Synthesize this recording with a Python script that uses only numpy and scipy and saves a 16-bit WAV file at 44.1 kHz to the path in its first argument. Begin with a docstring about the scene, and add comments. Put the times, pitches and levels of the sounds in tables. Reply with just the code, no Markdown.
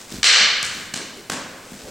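"""In a large sports hall, two people spar with short wooden sticks.
The sticks clash once, very loudly, with a rebound: a contact impulse shaped by a crack and the wood's resonances.
Lighter slaps on arm and body follow, between footfalls on the sprung floor, the rustle of clothes and
the rush of swung sticks: shaped contact bursts and swelling noise. Steady ventilation noise lies beneath.
The hall rings for over a second, and a limiter flattens the start of the clash."""
import sys
import numpy as np
from scipy import signal
from scipy.fft import rfft, irfft, next_fast_len
from scipy.io import wavfile
from scipy.ndimage import uniform_filter1d, minimum_filter1d, map_coordinates

SR = 44100
rng = np.random.default_rng(int(sys.argv[2]) if len(sys.argv) > 2 else 0)


def wrap_up_sound(samples):
    """Save the sound to the file named by the first command line argument, as 16-bit audio."""
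    columns = np.atleast_2d(samples).T
    # keep every value between -1 and 1, then stretch to whole-number steps
    tamed = np.clip(columns, -1, 1)
    steps = np.round(tamed * 32767).astype(np.int16)
    wavfile.write(sys.argv[1], SR, steps)


N = 83790
T = np.arange(N) / SR
M = next_fast_len(2 * N)  # transform length, padded against wrap-around
HZ = np.fft.rfftfreq(M, 1 / SR)


def amp(db):
    """Level law: decibels to amplitude gain."""
    return 10 ** (np.asarray(db) / 20)


def unit(x):
    """Normalization: scale to an rms of 1."""
    return x / np.sqrt(np.mean(x ** 2) + 1e-20)


def along(points, hz):
    """Interpolate (freq_hz, value) points linearly on a logarithmic frequency axis."""
    f, v = np.transpose(points)
    return np.interp(np.log(hz + 1), np.log(f + 1), v)


def filtered(x, response):
    """Linear filtering: multiply the spectrum of x by a frequency response."""
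    return irfft(rfft(x, M) * response, M)[..., :N]


def colour(*parts):
    """Minimum phase: a causal response from (spectrum, gain_db) parts added in power, by cepstral folding."""
    power = sum(amp(along(points, HZ) + db) ** 2 for points, db in parts)
    cepstrum = irfft(np.log(power + 1e-14) / 2, M)
    cepstrum[1:M // 2] *= 2
    cepstrum[M // 2 + 1:] = 0
    return np.exp(rfft(cepstrum))


def delayed(x, s):
    """Shift theorem: a linear phase delays x by s seconds, to the nearest sample."""
    return filtered(x, np.exp(-2j * np.pi * HZ * round(s * SR) / SR))


def hump(hz, octaves):
    """Broad resonance: a level curve about 4 dB down at the given octaves from its centre."""
    away = np.log2(np.maximum(HZ, 1) / hz) / (2 * octaves)
    return np.transpose([HZ, -2 * 20 * np.log10(1 + away ** 2)])


def swell(s, width_s, db):
    """Gaussian envelope: peak at s, standard deviation width_s, peak level db."""
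    return amp(db) * np.exp(-((T - s) / width_s) ** 2 / 2)


def diffuse():
    """Diffuse field: white stereo noise whose left-right coherence depends on frequency."""
    # coherence of two close microphones: freq_hz, likeness (0 to 1)
    likeness = [(60, .997), (250, 0.99), (500, 0.93), (1000, 0.88), (2500, 0.9), (5000, 0.86), (9000, 0.97)]
    # with mid as cos(turn) and side as sin(turn), the coherence is cos(2 turn)
    turn = np.arccos(np.clip(along(likeness, HZ), 0, 1)) / 2
    mid, side = filtered(rng.standard_normal((2, N)), np.array([np.cos(turn), np.sin(turn)]))
    return np.array([mid + side, mid - side])


def rush(spectrum):
    """Coloured noise: a stereo diffuse field of rms 1 with the given spectrum."""
    return unit(filtered(diffuse(), amp(along(spectrum, HZ))))


def burst(length_s):
    """Impulsive contact: dying noise with its spectrum made even, scaled to unit energy."""
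    t = T[:SR // 4]
    noise = rng.standard_normal(len(t)) * np.exp(-t / length_s)
    spectrum = rfft(noise, 2 * len(t))
    even = irfft(spectrum / (abs(spectrum) + 1e-12))[:len(t)]
    x = even * np.exp(-(t / (4 * length_s)) ** 2)
    return x / np.linalg.norm(x)


def in_hall(contact_s, wet_db, echo_db):
    """Room acoustics: direct sound, discrete reflections, then an exponentially decaying diffuse tail."""
    # reverberation time: freq_hz, t60_s
    decay_times = [(100, 0.65), (400, 1.12), (1500, 1.286), (2500, 1.103), (4200, 0.96), (6000, 0.82),
                   (8000, 0.6), (11000, 0.35), (15000, 0.29)]
    # echoes off the ceiling and walls: delay_s, level_db (before echo_db is added)
    hall_echoes = [(0.0118, -16), (0.0214, -1), (0.0258, -4), (0.036, -2)]
    bounce_s, bounce_db = .0021, 2  # reflection off the floor
    gap_s, build_s = 0.0034, 0.013  # quiet before the tail, time constant of its rise

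    hz, t, bands = signal.stft(diffuse(), SR, nperseg=256)
    decay = amp(-60 * t / along(decay_times, hz)[:, None])
    tail = signal.istft(bands * decay, SR, nperseg=256)[1][:, :N]
    tail = tail * (1 - np.exp(-np.maximum(T - gap_s, 0) / build_s))

    paths = [(0, 0), (bounce_s, bounce_db)]
    paths += [(s, db + echo_db) for s, db in hall_echoes]
    early = sum(amp(db) * np.pad(burst(contact_s), (round(s * SR), N))[:N] for s, db in paths)
    return early + amp(wet_db) * tail / np.linalg.norm(tail[0])


def air(level_db=-45.5):
    """Stationary noise: ventilation and hiss with a fixed spectrum."""
    # relative spectrum: freq_hz, level_db
    air_curve = [(25, -0.5), (60, -5.5), (120, 1), (250, 1), (500, 0.5), (1000, -8.5), (2000, -11),
                 (4000, -15.5), (8000, -10.5), (11000, -19), (16000, -19.5)]
    return amp(level_db) * rush(air_curve)


def clothes(grain_db=3, grain_rate_hz=400):
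    """Stick-slip friction: cloth and shoes rub in small catches, noise with a randomly grained level."""
    # rubs: peak_s, width_s, level_db
    rubs = [(.02, 0.024, -40.5), (.15, 0.055, -38.5), (.78, 0.076, -37), (1.82, 0.15, -42.5)]
    # relative spectrum of the rubbing: freq_hz, level_db
    cloth_curve = [(200, -6.5), (1500, 0.5), (2800, -1), (4800, -0.5), (8000, -1.5), (10500, -15),
                   (16000, -18)]
    grain = map_coordinates(rng.standard_normal(N), [T * grain_rate_hz], order=1)
    envelope = sum(swell(*row) for row in rubs)
    return envelope * unit(amp(grain_db * grain)) * rush(cloth_curve)


def feet(level_db=10):
    """Forced vibration: each rolling foot makes the sprung floor boom, while the sole ticks."""
    # footfalls: start_s, level_db (before the common gain), tick_db (sole), roll_s, deep_db (boom), hall_db
    footfalls = [(0.1176, -9.5, -21, 0.0063, -25, -9), (.131, -9, -35, 0.027, 1.5, -3.5),
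                 (0.162, -15.5, -33, 0.011, 3, -16), (.181, -13.5, -44, 0.011, 3, -16),
                 (.195, -16, -31, 0.011, 7.5, -11), (.402, -14.5, -34, .015, -5, -1),
                 (.744, -17, -22, 0.027, -2, 2.5), (.813, -20, -32, .02, -3, -2),
                 (1.167, -20, -19.5, 0.011, -11, -3), (1.716, -13, -34, 0.0068, -9, 1),
                 (1.83, -20.5, -18.5, 0.013, 2.5, 3.5)]
    # relative response of the sprung floor: freq_hz, level_db
    floor_curve = [(30, -25), (100, -7), (150, 5), (215, 15.5), (330, 5), (480, -6), (900, -18.5),
                   (3000, -24)]
    # the floor's deep boom under full weight: freq_hz, level_db (before deep_db is added)
    deep_curve = [(20, -25), (35, 8), (62, 8), (90, 5), (130, 8), (200, -10), (500, -35), (2000, -70)]
    # relative spectrum of the sole's tick: freq_hz, level_db
    sole_curve = [(300, -6), (1500, -3), (4000, 12.5), (8000, 8.5), (11000, 2), (16000, -22)]
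    sole_lag_s = 0.0057  # the sole lands after the heel
    out = np.zeros((2, N))
    for s, db, tick_db, roll_s, deep_db, hall_db in footfalls:
        roll = in_hall(contact_s=roll_s / 2, wet_db=hall_db, echo_db=hall_db - 1.5)
        boom = filtered(roll, colour((floor_curve, 0), (deep_curve, deep_db)))
        tap = in_hall(contact_s=0.00023, wet_db=1.5, echo_db=1)
        tick = amp(tick_db) * filtered(tap, amp(along(sole_curve, HZ)))
        out += amp(db + level_db) * (delayed(boom, s) + delayed(tick, s + sole_lag_s))
    return out


def wood(ring_db=-0.5):
    """Modal resonance: the sticks' modes added in power as a spectrum of freq_hz, level_db."""
    # modes: freq_hz, width_hz (offset at which a mode is 7 dB down), level_db (before ring_db is added)
    modes = [(1200, 120, -5.5), (1630, 220, 0.5), (2055, 270, -0.5), (2306, 180, 1.5), (2704, 130, -3),
             (2998, 180, 4), (3630, 190, 1), (4166, 220, 4.5), (4410, 160, 0), (4830, 410, -0.5),
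             (5640, 115, -0.5), (6000, 140, 0), (6550, 180, -13.5), (7500, 520, -5.5)]
    power = sum(amp(db) ** 2 / (1 + (1.114 * (HZ - hz) / width) ** 2) ** 2 for hz, width, db in modes)
    return np.transpose([HZ, 10 * np.log10(power) + ring_db])


def sticks(level_db=17):
    """Impact excitation: the clash and its rebound are each a crack and a short ring of the wood."""
    # contacts of stick on stick: start_s, level_db (before the common gain)
    contacts = [(0.2306, -0.5), (0.2415, 0.5)]
    # relative spectrum of the contact's crack: freq_hz, level_db
    crack_curve = [(60, -27), (250, -28), (460, -13.5), (900, -16.5), (1500, -18), (3000, -2), (5000, -7),
                   (7800, -8), (10000, -21), (13000, -37), (16000, -35)]
    tone = colour((crack_curve, 0), (wood(), 0))
    out = np.zeros((2, N))
    for s, db in contacts:
        hit = filtered(in_hall(contact_s=0.00088, wet_db=15, echo_db=-1.5), tone)
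        out += amp(db + level_db) * delayed(hit, s)
    return out


def slaps(level_db=9):
    """Damped impact: soft contacts excite a body thud, a skin smack, a cloth snap and a damped stick ring."""
    # slaps of stick and hand on arm and body: start_s, level_db (before the common gain), contact_s,
    # thud_db (before the thud's own gain), thud_hz, smack_db, snap_db, ring_db (stick), hall_db
    hits = [(.6280, -12.5, 0.00061, -3, 135, -1, 7.5, -22, 3),
            (0.9387, -8, 0.0019, -4.5, 227, -4, -0.5, 0.5, 5),
            (1.2981, -9.5, 0.0019, 0.5, 201, 6, -2, -8, 5.5)]
    # spectrum of the skin's smack: freq_hz, level_db (before smack_db is added)
    smack_curve = [(100, -45), (520, 3.5), (850, -0.5), (1100, 3), (1350, -2), (1570, 3.5), (1950, -2),
                   (2700, -3.5), (4500, -6.5), (8000, -7), (15000, -26)]
    # spectrum of the cloth's snap: freq_hz, level_db (before snap_db is added)
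    snap_curve = [(500, -17), (2500, -6), (5000, -1.5), (7500, 2), (9300, -3), (11000, -19), (13000, -19),
                  (16000, -30)]
    thud_gain_db, thud_octaves = 13.5, 0.6  # height and spread of the body's low resonance
    out, stick = np.zeros((2, N)), wood()
    for s, db, contact_s, thud_db, thud_hz, smack_db, snap_db, ring_db, hall_db in hits:
        thud = hump(thud_hz, thud_octaves)
        tone = colour((thud, thud_gain_db + thud_db), (smack_curve, smack_db),
                      (snap_curve, snap_db), (stick, ring_db))
        hit = filtered(in_hall(contact_s, wet_db=hall_db, echo_db=-2.5), tone)
        out += amp(db + level_db) * delayed(hit, s)
    return out


def swings(spread_octaves=0.36):
    """Aerodynamic noise: swung sticks push the air, a swell of noise around a pitch."""
    # swings: peak_s, width_s, level_db, pitch_hz
    strokes = [(1.02, 0.015, -40, 350), (1.19, 0.027, -44, 353), (1.671, 0.075, -52, 482),
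               (1.88, 0.039, -40, 530)]
    return sum(swell(s, width, db) * rush(hump(hz, spread_octaves)) for s, width, db, hz in strokes)


def scene(left_db=0.18):
    """Superposition: the sparring, a little to the left, adds to the hall's steady air."""
    sparring = clothes() + feet() + sticks() + slaps() + swings()
    return sparring * amp([[left_db], [-left_db]]) + air()


def record(dry):
    """Dynamic range control: a look-ahead limiter with a steady release, then a band limit."""
    ceiling_db, release_db_per_s = 0.14, 61
    lookahead_s, attack_s = 0.013, 0.0072
    top_hz = 16000
    over_db = np.maximum(20 * np.log10(abs(dry).max(axis=0) + 1e-9) - ceiling_db, 0)
    # the running maximum on a rising ramp lets each cut fall back at the release rate
    ramp_db = release_db_per_s * T
    cut_db = np.maximum.accumulate(over_db + ramp_db) - ramp_db
    held = minimum_filter1d(amp(-cut_db), 2 * round(lookahead_s * SR) + 1)
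    gain = uniform_filter1d(held, round(attack_s * SR) + 1)
    return filtered(dry * gain, HZ < top_hz)


dry = scene()
out = record(dry)
wrap_up_sound(out)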